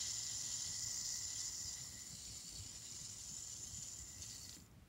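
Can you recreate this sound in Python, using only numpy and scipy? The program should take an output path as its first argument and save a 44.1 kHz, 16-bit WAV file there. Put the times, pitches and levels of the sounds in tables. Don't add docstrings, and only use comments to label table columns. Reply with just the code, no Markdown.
import sys
import numpy as np
from scipy import signal
from scipy.fft import rfft, irfft, next_fast_len
from scipy.io import wavfile
from scipy.ndimage import uniform_filter1d, map_coordinates

SR = 44100
rng = np.random.default_rng(int(sys.argv[2]) if len(sys.argv) > 2 else 0)


def persist_wave(psi):
    counts = np.round(np.clip(psi, -1, 1) * 32767).astype(np.int16)
    wavfile.write(sys.argv[1], SR, np.atleast_2d(counts).T)


N = 215499

# t/s, speed/(turns per s)
SPEED = [(0, 13.6), (1.2, 13), (3, 10.5), (4.5, 9.6), (4.9, 6.8)]


def bearing():
    on_race, on_body, on_cage, *on_balls = impacts(
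        per_turn=240, size_db=3.5, sway_db=0.78, clump_db=1.22, clump_rate=260, count=8)
    loads = [np.sqrt(in_hold(only)) for only in np.eye(len(on_balls))]
    loaded_hits = sum(load * hits for load, hits in zip(loads, on_balls))
    ringing = steel(loads, on_balls)
    hard, = impacts(per_turn=38, size_db=2, sway_db=0.2, clump_db=0, clump_rate=280, count=1)
    rolling = unit(on_body + 0.52 * loaded_hits + 0.33 * rng.standard_normal(N))
    ringing += body(rolling) + arms(rolling) + sheen(on_race)
    treble = fizz(on_cage + 0.2 * loaded_hits) + sizzle(rolling)
    return shifting(ringing) + click(hard) + race(on_race + 0.5 * hard) + treble


def impacts(per_turn, size_db, sway_db, clump_db, clump_rate, count):
    speed, = curves(SPEED)
    angle = rotation()
    sway = np.sin(angle + 1.6 * wobble(3.23)) + 0.78 * np.sin(2 * angle + wobble(4.1))
    chatter = np.array([wobble(clump_rate) for _ in range(count)])
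    struck = rng.random((count, N)) < per_turn * speed / SR
    signs = rng.choice([-1, 1], (count, N))
    sizes = amp(size_db * np.clip(rng.standard_normal((count, N)), -3, 2.3))
    return unit(struck * signs * sizes * amp(sway_db * sway + clump_db * chatter))


def steel(loads, on_balls):
    # f/Hz, width/Hz, level/dB
    face_on = [(4510, 220, -7.5), (5040, 420, -5.5), (5343, 424, -2), (5916, 280, -1), (6500, 440, -3),
               (7640, 630, -11.5), (8070, 370, -15.5), (8440, 310, -23), (10800, 290, -26.5)]
    edge_on = [(2180, 330, -16), (2960, 790, -16.5), (4080, 270, -7), (4510, 440, 0.0), (5000, 420, -4),
               (5590, 340, -3.5), (6200, 410, -4), (6690, 370, -5), (7830, 290, -6), (8400, 300, -6.5),
               (8700, 190, -8), (9180, 290, -13)]
    slanted = [(2370, 380, -15), (2960, 280, -12), (4170, 310, -10), (4560, 420, -2.5), (5140, 460, 0.5),
               (5700, 430, -2.5), (6400, 970, -7), (7500, 600, -7), (8100, 230, -8), (8570, 460, -8),
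               (9540, 290, -15.0)]
    thumb_in_front = [(3160, 750, -15), (3820, 620, -12), (4530, 530, -7.5), (5200, 480, -3.5),
                      (5870, 290, -0.5), (6440, 430, 1), (7680, 330, -4.5), (8100, 230, -9.5),
                      (8800, 180, -15), (9300, 190, -12.5), (9900, 270, -14), (10420, 310, -15.0),
                      (11000, 320, -25)]
    tipped_over = [(2860, 850, -14), (3840, 360, -9), (4570, 380, 0.0), (5220, 300, 0), (5800, 350, -1),
                   (6480, 410, -1.5), (7500, 280, -11), (8130, 410, -4.5), (8640, 300, -8.5),
                   (10000, 210, -12.0), (10620, 250, -14), (11040, 250, -16)]
    holds = [face_on, edge_on, slanted, thumb_in_front, tipped_over]
    ringing = sum(load * resonate(hits, tones) for load, hits, tones in zip(loads, on_balls, holds))
    return part_gain("steel") * wavering(ringing)


def race(hits):
    pitches = [7114, 7190, 7110, 7140, 7180]
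    return part_gain("race") * ring(hits, in_hold(pitches), width_hz=336)


def click(hits):
    # f/Hz, level/dB
    spectrum = [(2500, -27), (4000, -16.5), (5100, 1.5), (6400, 3.5), (7300, -4), (7900, -12.5),
                (11000, -36)]
    return part_gain("click") * coloured(hits, spectrum)


def body(rolling):
    # f/Hz, level/dB
    spectrum = [(300, -45), (700, -15), (1100, -24), (1700, -5.5), (2400, -11), (3050, 2.5), (3550, 2),
                (3850, 5.5), (4400, 4), (5200, -20), (8000, -32)]
    return part_gain("body") * amp(1.47 * wobble(16)) * coloured(rolling, spectrum)


def arms(rolling):
    # t/s, level/dB
    levels = [(0, -70.2), (.6, -72.3), (.8, -69.5), (1.35, -68.7), (1.75, -73), (2, -71.2), (2.3, -86),
              (3.95, -83), (4.06, -74), (4.2, -73), (4.32, -74.5), (4.42, -80), (4.48, -73.5), (4.55, -82),
              (4.7, -92)]
    return amp(curves(levels)[0]) * ring(rolling, centre_hz=1986, width_hz=200)


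def sheen(hits):
    # t/s, level/dB
    levels = [(0, -82), (.3, -68), (.75, -69), (.87, -83), (1.22, -86), (1.29, -69), (1.43, -64),
              (1.48, -83), (1.8, -75), (2.2, -82), (4.6, -110)]
    return amp(curves(levels)[0]) * ring(hits, centre_hz=9620, width_hz=500)


def fizz(hits):
    # f/Hz, level/dB
    spectrum = [(6000, -11), (8000, 1.5), (9000, -0.5), (10700, 0), (11700, -1), (12700, -11.5),
                (14000, -15), (15000, -7), (15600, 1), (16000, -4.5)]
    return part_gain("fizz") * coloured(hits + 0.55 * rng.standard_normal(N), spectrum)


def sizzle(rolling):
    # f/Hz, level/dB
    spectrum = [(9000, -4), (10300, -10), (11300, 5), (12600, 8), (13600, 4), (14600, 8), (15200, 11),
                (15600, 12)]
    return part_gain("sizzle") * coloured(rolling, spectrum)


def part_gain(name, stop_s=4.549, stop_depth_db=32, tight_fade_s=0.13):
    parts = {"steel": (-53, 1, 0.5, 1, 0.8, 1.2, 0.5, 197.5),
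             "click": (-59, 0.8, 2.5, -1.5, -2, 0, 0.5, 197),
             "race": (-52, 0.78, -1.6, -2.8, -2.5, 0.3, -2, 160),
             "body": (-62, 0.84, -9.5, -4, -1.5, -3.5, -2.5, 212),
             "fizz": (-62.5, 0.22, -6, -0.5, -4.5, -2.5, -0.5, 128),
             "sizzle": (-76.5, -0.2, 18.5, 1, 1, 2, 5, 90)}
    # t/s, level/dB
    rattle = [(0, -47), (.55, -49), (.7, -49.5), (.8, -48), (1.14, -47), (1.37, -51), (1.41, -46),
              (1.5, -50.5), (1.715, -50), (1.76, -54), (1.95, -57.5), (2.27, -55.2), (2.5, -55.5),
              (2.58, -55), (2.79, -57), (2.86, -55), (3.35, -55), (3.8, -55), (3.87, -53.5), (3.93, -56),
              (3.99, -58), (4.205, -59), (4.225, -53), (4.42, -58), (4.52, -58)]
    # start/s, end/s, strength/(0 to 1)
    tight_spells = [(0.78, 1.257, 0.9), (1.446, 1.717, 0.77), (3.95, 4.2, 0.3), (4.335, 4.75, 0.3)]
    level_db, follow, tight_db, *hold_db, fade_db_per_s = parts[name]
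    t = np.arange(N) / SR
    rattle_db = follow * (curves(rattle)[0] + 52)
    tightness = sum(strength * np.clip(.5 + np.minimum(t - start, end - t) / tight_fade_s, 0, 1)
                    for start, end, strength in tight_spells)
    grip_db = tight_db * tightness + in_hold([0, *hold_db])
    settled_db = np.clip((t - stop_s) * fade_db_per_s, 0, stop_depth_db)
    return amp(level_db + rattle_db + grip_db - settled_db)


def in_hold(values):
    # t/s, hold (0 face-on, 1 edge-on, 2 slanted, 3 thumb in front, 4 tipped over)
    roll = [(0, 0), (1.75, 0), (2.05, 0.4), (2.25, 1.5), (2.52, 1), (2.68, 2), (3.05, 2.5), (3.3, 3),
            (4.17, 3), (4.24, 4)]
    return np.interp(curves(roll)[0], np.arange(len(values)), values)


def rotation():
    return 2 * np.pi * np.cumsum(curves(SPEED)[0]) / SR


def wavering(x, pitch_share=0.012, changes_per_s=9):
    drift = np.cumsum(pitch_share * wobble(changes_per_s))
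    return map_coordinates(x, [np.arange(N) + drift], mode="mirror")


def shifting(x):
    depths = [1.1, 2.2, 2.2, 1.7, 2.3]
    bands = signal.stft(x, nperseg=512)[2]
    flares = rng.standard_normal(bands.shape)
    for _ in range(2):
        flares = uniform_filter1d(uniform_filter1d(flares, size=3, axis=0), size=7, axis=1)
    depth_db = np.interp(np.linspace(0, N, bands.shape[1]), np.arange(N), in_hold(depths))
    gain = amp(depth_db * unit(flares))
    gain /= np.sqrt(np.mean(gain ** 2, axis=0))
    return signal.istft(bands * gain, nperseg=512)[1][:N]


def ticks(skid_share=0.27, skid_fade_s=0.018):
    # t/s, level/dB, f/Hz, rise/cycles
    snaps = [(.2668, -33, 6000, .8), (.4228, -32, 6000, .8), (.5164, -33, 6000, .8), (.7946, -30, 6500, .8),
             (.8847, -34, 6000, .8), (.9438, -33, 6000, .8), (1.0885, -35, 7100, 5),
             (1.1039, -32.5, 5800, .8), (1.1122, -34, 6800, 2), (1.1578, -34, 6300, .8),
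             (1.304, -34, 6000, .8), (1.8701, -40, 7030, 3), (1.9544, -42, 7170, 3),
             (2.108, -39.5, 7050, 1.5), (2.2527, -39, 5200, .8), (2.3644, -41, 7130, 3),
             (2.9132, -42, 7050, 3), (2.9731, -43, 7020, 3), (3.2779, -42, 7150, 3),
             (3.3405, -40.5, 7100, 5), (3.3665, -37.5, 7140, 4), (4.2215, -38.5, 6500, 1.5),
             (4.2338, -39.5, 5000, .8), (4.2626, -41, 7110, 3), (4.2991, -40, 5200, .8),
             (4.4942, -34.5, 5200, .8), (4.5283, -41, 4200, .8), (4.548, -47, 5200, .8),
             (4.5668, -56, 2000, .8), (4.6006, -50, 5000, .8), (4.623, -53.5, 6000, .8),
             (4.6627, -54, 6000, .8), (4.7142, -60, 6500, .8)]
    out, t = np.zeros(N), np.arange(SR // 50) / SR
    for start, db, hz, rise_cycles in snaps:
        age = t * hz / rise_cycles
        snap = age * np.exp(1 - age) * np.sin(2 * np.pi * hz * t)
        scrape = amp(-60 * t / skid_fade_s) * rng.standard_normal(len(t))
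        skid = np.convolve(scrape, snap / np.linalg.norm(snap))[:len(t)]
        out[round(start * SR):][:len(t)] += amp(db) * (snap + skid_share * skid)
    return out


def whoosh(db_per_doubling=16.5, edge_on_db=-6.5):
    # f/Hz, level/dB
    spectrum = [(250, -33), (600, -4), (1000, 1), (1600, -5.5), (2600, -12.5), (5000, -25)]
    speed_db = db_per_doubling * np.log2(curves(SPEED)[0] / 13.34)
    hold_db = in_hold([0, edge_on_db, 0, 0, 0])
    puff_db = 2.0 * np.sin(3 * rotation())
    return amp(-71 + speed_db + hold_db + puff_db) * coloured(rng.standard_normal(N), spectrum)


def finger_echoes(x, echo_db, swing_s, count):
    angle = rotation()
    delays_s = rng.uniform(0.00051, 0.001858, count)
    phases = rng.uniform(0, 2 * np.pi, count)
    signs = rng.choice([-1, 1], count)
    out = x.copy()
    for delay_s, phase, sign in zip(delays_s, phases, signs):
        lag_s = delay_s + swing_s * (np.sin(angle + phase) + wobble(9))
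        out += sign * amp(echo_db) * map_coordinates(x, [np.arange(N) - lag_s * SR], order=2)
    return out / np.sqrt(1 + count * amp(echo_db) ** 2)


def bumps(nudges_per_s=4.6, nudge_db=-56.5, nudge_hz=99.5, nudge_fade_s=0.1):
    # t/s, level/dB, f/Hz, time to fade by 60 dB/s
    firm = [(0.831, -49, 108.4, 0.17), (1.646, -42, 94, 0.09), (1.799, -47, 120, 0.12),
            (2.121, -55.5, 173.4, 0.35), (2.299, -47.5, 91, 0.13), (2.586, -41, 90, 0.15),
            (2.649, -55.5, 279, 0.13), (3.011, -47.5, 107, 0.1), (3.31, -48, 144, 0.11),
            (3.728, -45.5, 72, .09), (3.78, -42.5, 144, 0.07), (3.99, -46, 85.4, 0.21),
            (4.189, -43.5, 77, 0.095), (4.565, -45, 269, 0.052), (4.576, -47, 190, 0.071),
            (4.618, -48.5, 189, 0.07), (4.762, -51, 132, 0.11)]
    out, t = np.zeros(N + SR), np.arange(SR // 2) / SR
    chance = rng.random((int(nudges_per_s * N / SR), 3))
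    nudges = [(when * N / SR, nudge_db + 6 * (size - .5), nudge_hz * 2 ** (2 * pitch - 1), nudge_fade_s)
              for when, size, pitch in chance]
    for start, db, hz, fade_s in firm + nudges:
        cycles = np.cumsum(hz * np.exp(0.19 * wobble(150.0, len(t)))) / SR
        envelope = amp(db - 60 * t / fade_s) * (1 - np.exp(-t / 0.0045))
        out[round(start * SR):][:len(t)] += envelope * np.sin(2 * np.pi * cycles)
    return out[:N]


def walls(x, fade_s, echo_db):
    t = np.arange(SR // 3) / SR
    tail = rng.standard_normal(len(t)) * amp(-60 * t / fade_s) * (t > .002)
    return x + amp(echo_db) * signal.fftconvolve(x, tail / np.linalg.norm(tail))[:N]


def background():
    # f/Hz, level/dB
    rumble_spectrum = [(13, -60), (22, -31), (49, -1.5), (108, -1), (146, -7.5), (258, -11.5), (431, -21),
                       (750, -23), (1100, -33.5), (2000, -53)]
    hiss_spectrum = [(240, -15), (400, -5.5), (972, -17.5), (1100, -2), (1380, -5.5), (1590, -6),
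                     (15500, -19)]
    rumble = amp(-63.0 + 1.4 * wobble(16)) * coloured(rng.standard_normal(N), rumble_spectrum)
    drone = amp(-70.5) * ring(rng.standard_normal(N), centre_hz=110.0, width_hz=13.4)
    hiss = amp(-74.0) * coloured(rng.standard_normal(N), hiss_spectrum)
    return rumble + drone + hiss


def amp(db):
    return 10 ** (np.asarray(db) / 20)


def unit(x):
    return x / np.sqrt(np.mean(x ** 2) + 1e-20)


def curves(rows):
    times, *columns = np.transpose(rows)
    return [np.interp(np.arange(N) / SR, times, column) for column in columns]


def wobble(rate, size=N):
    points = rng.standard_normal(int(size * rate / SR) + 4)
    return map_coordinates(points, [np.arange(size) * rate / SR])


def filtered(x, response):
    size = next_fast_len(N + SR // 2)
    return irfft(rfft(x, size) * response(np.fft.rfftfreq(size, 1 / SR)), size)[..., :N]


def coloured(x, points):
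    f, db = np.transpose(points)
    return unit(filtered(x, lambda hz: amp(np.interp(np.log(hz + 1), np.log(f), db))))


def resonate(x, tones):
    def response(hz):
        return sum(amp(db) * (1j * hz * width / (centre ** 2 - hz ** 2 + 1j * hz * width)) ** 2
                   for centre, width, db in tones)
    return unit(filtered(x, response))


def ring(x, centre_hz, width_hz):
    tone = np.exp(2j * np.pi * np.cumsum(centre_hz * np.ones(N)) / SR)
    envelope = signal.lfilter(*signal.butter(2, width_hz / SR), x / tone)
    return unit((tone * envelope).real)


def scene():
    whir = finger_echoes(bearing(), echo_db=-19, swing_s=.00004, count=3)
    spinner = walls(whir + ticks() + whoosh(), fade_s=0.084, echo_db=-12.5)
    mono = spinner + bumps() + background()
    return np.array([mono, mono])


def record(dry):
    low_hz, top_hz = 39, 15750
    thinned = signal.sosfilt(signal.butter(4, low_hz, "highpass", fs=SR, output="sos"), dry)
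    return filtered(thinned, lambda hz: hz < top_hz)


dry = scene()
out = record(dry)
persist_wave(out)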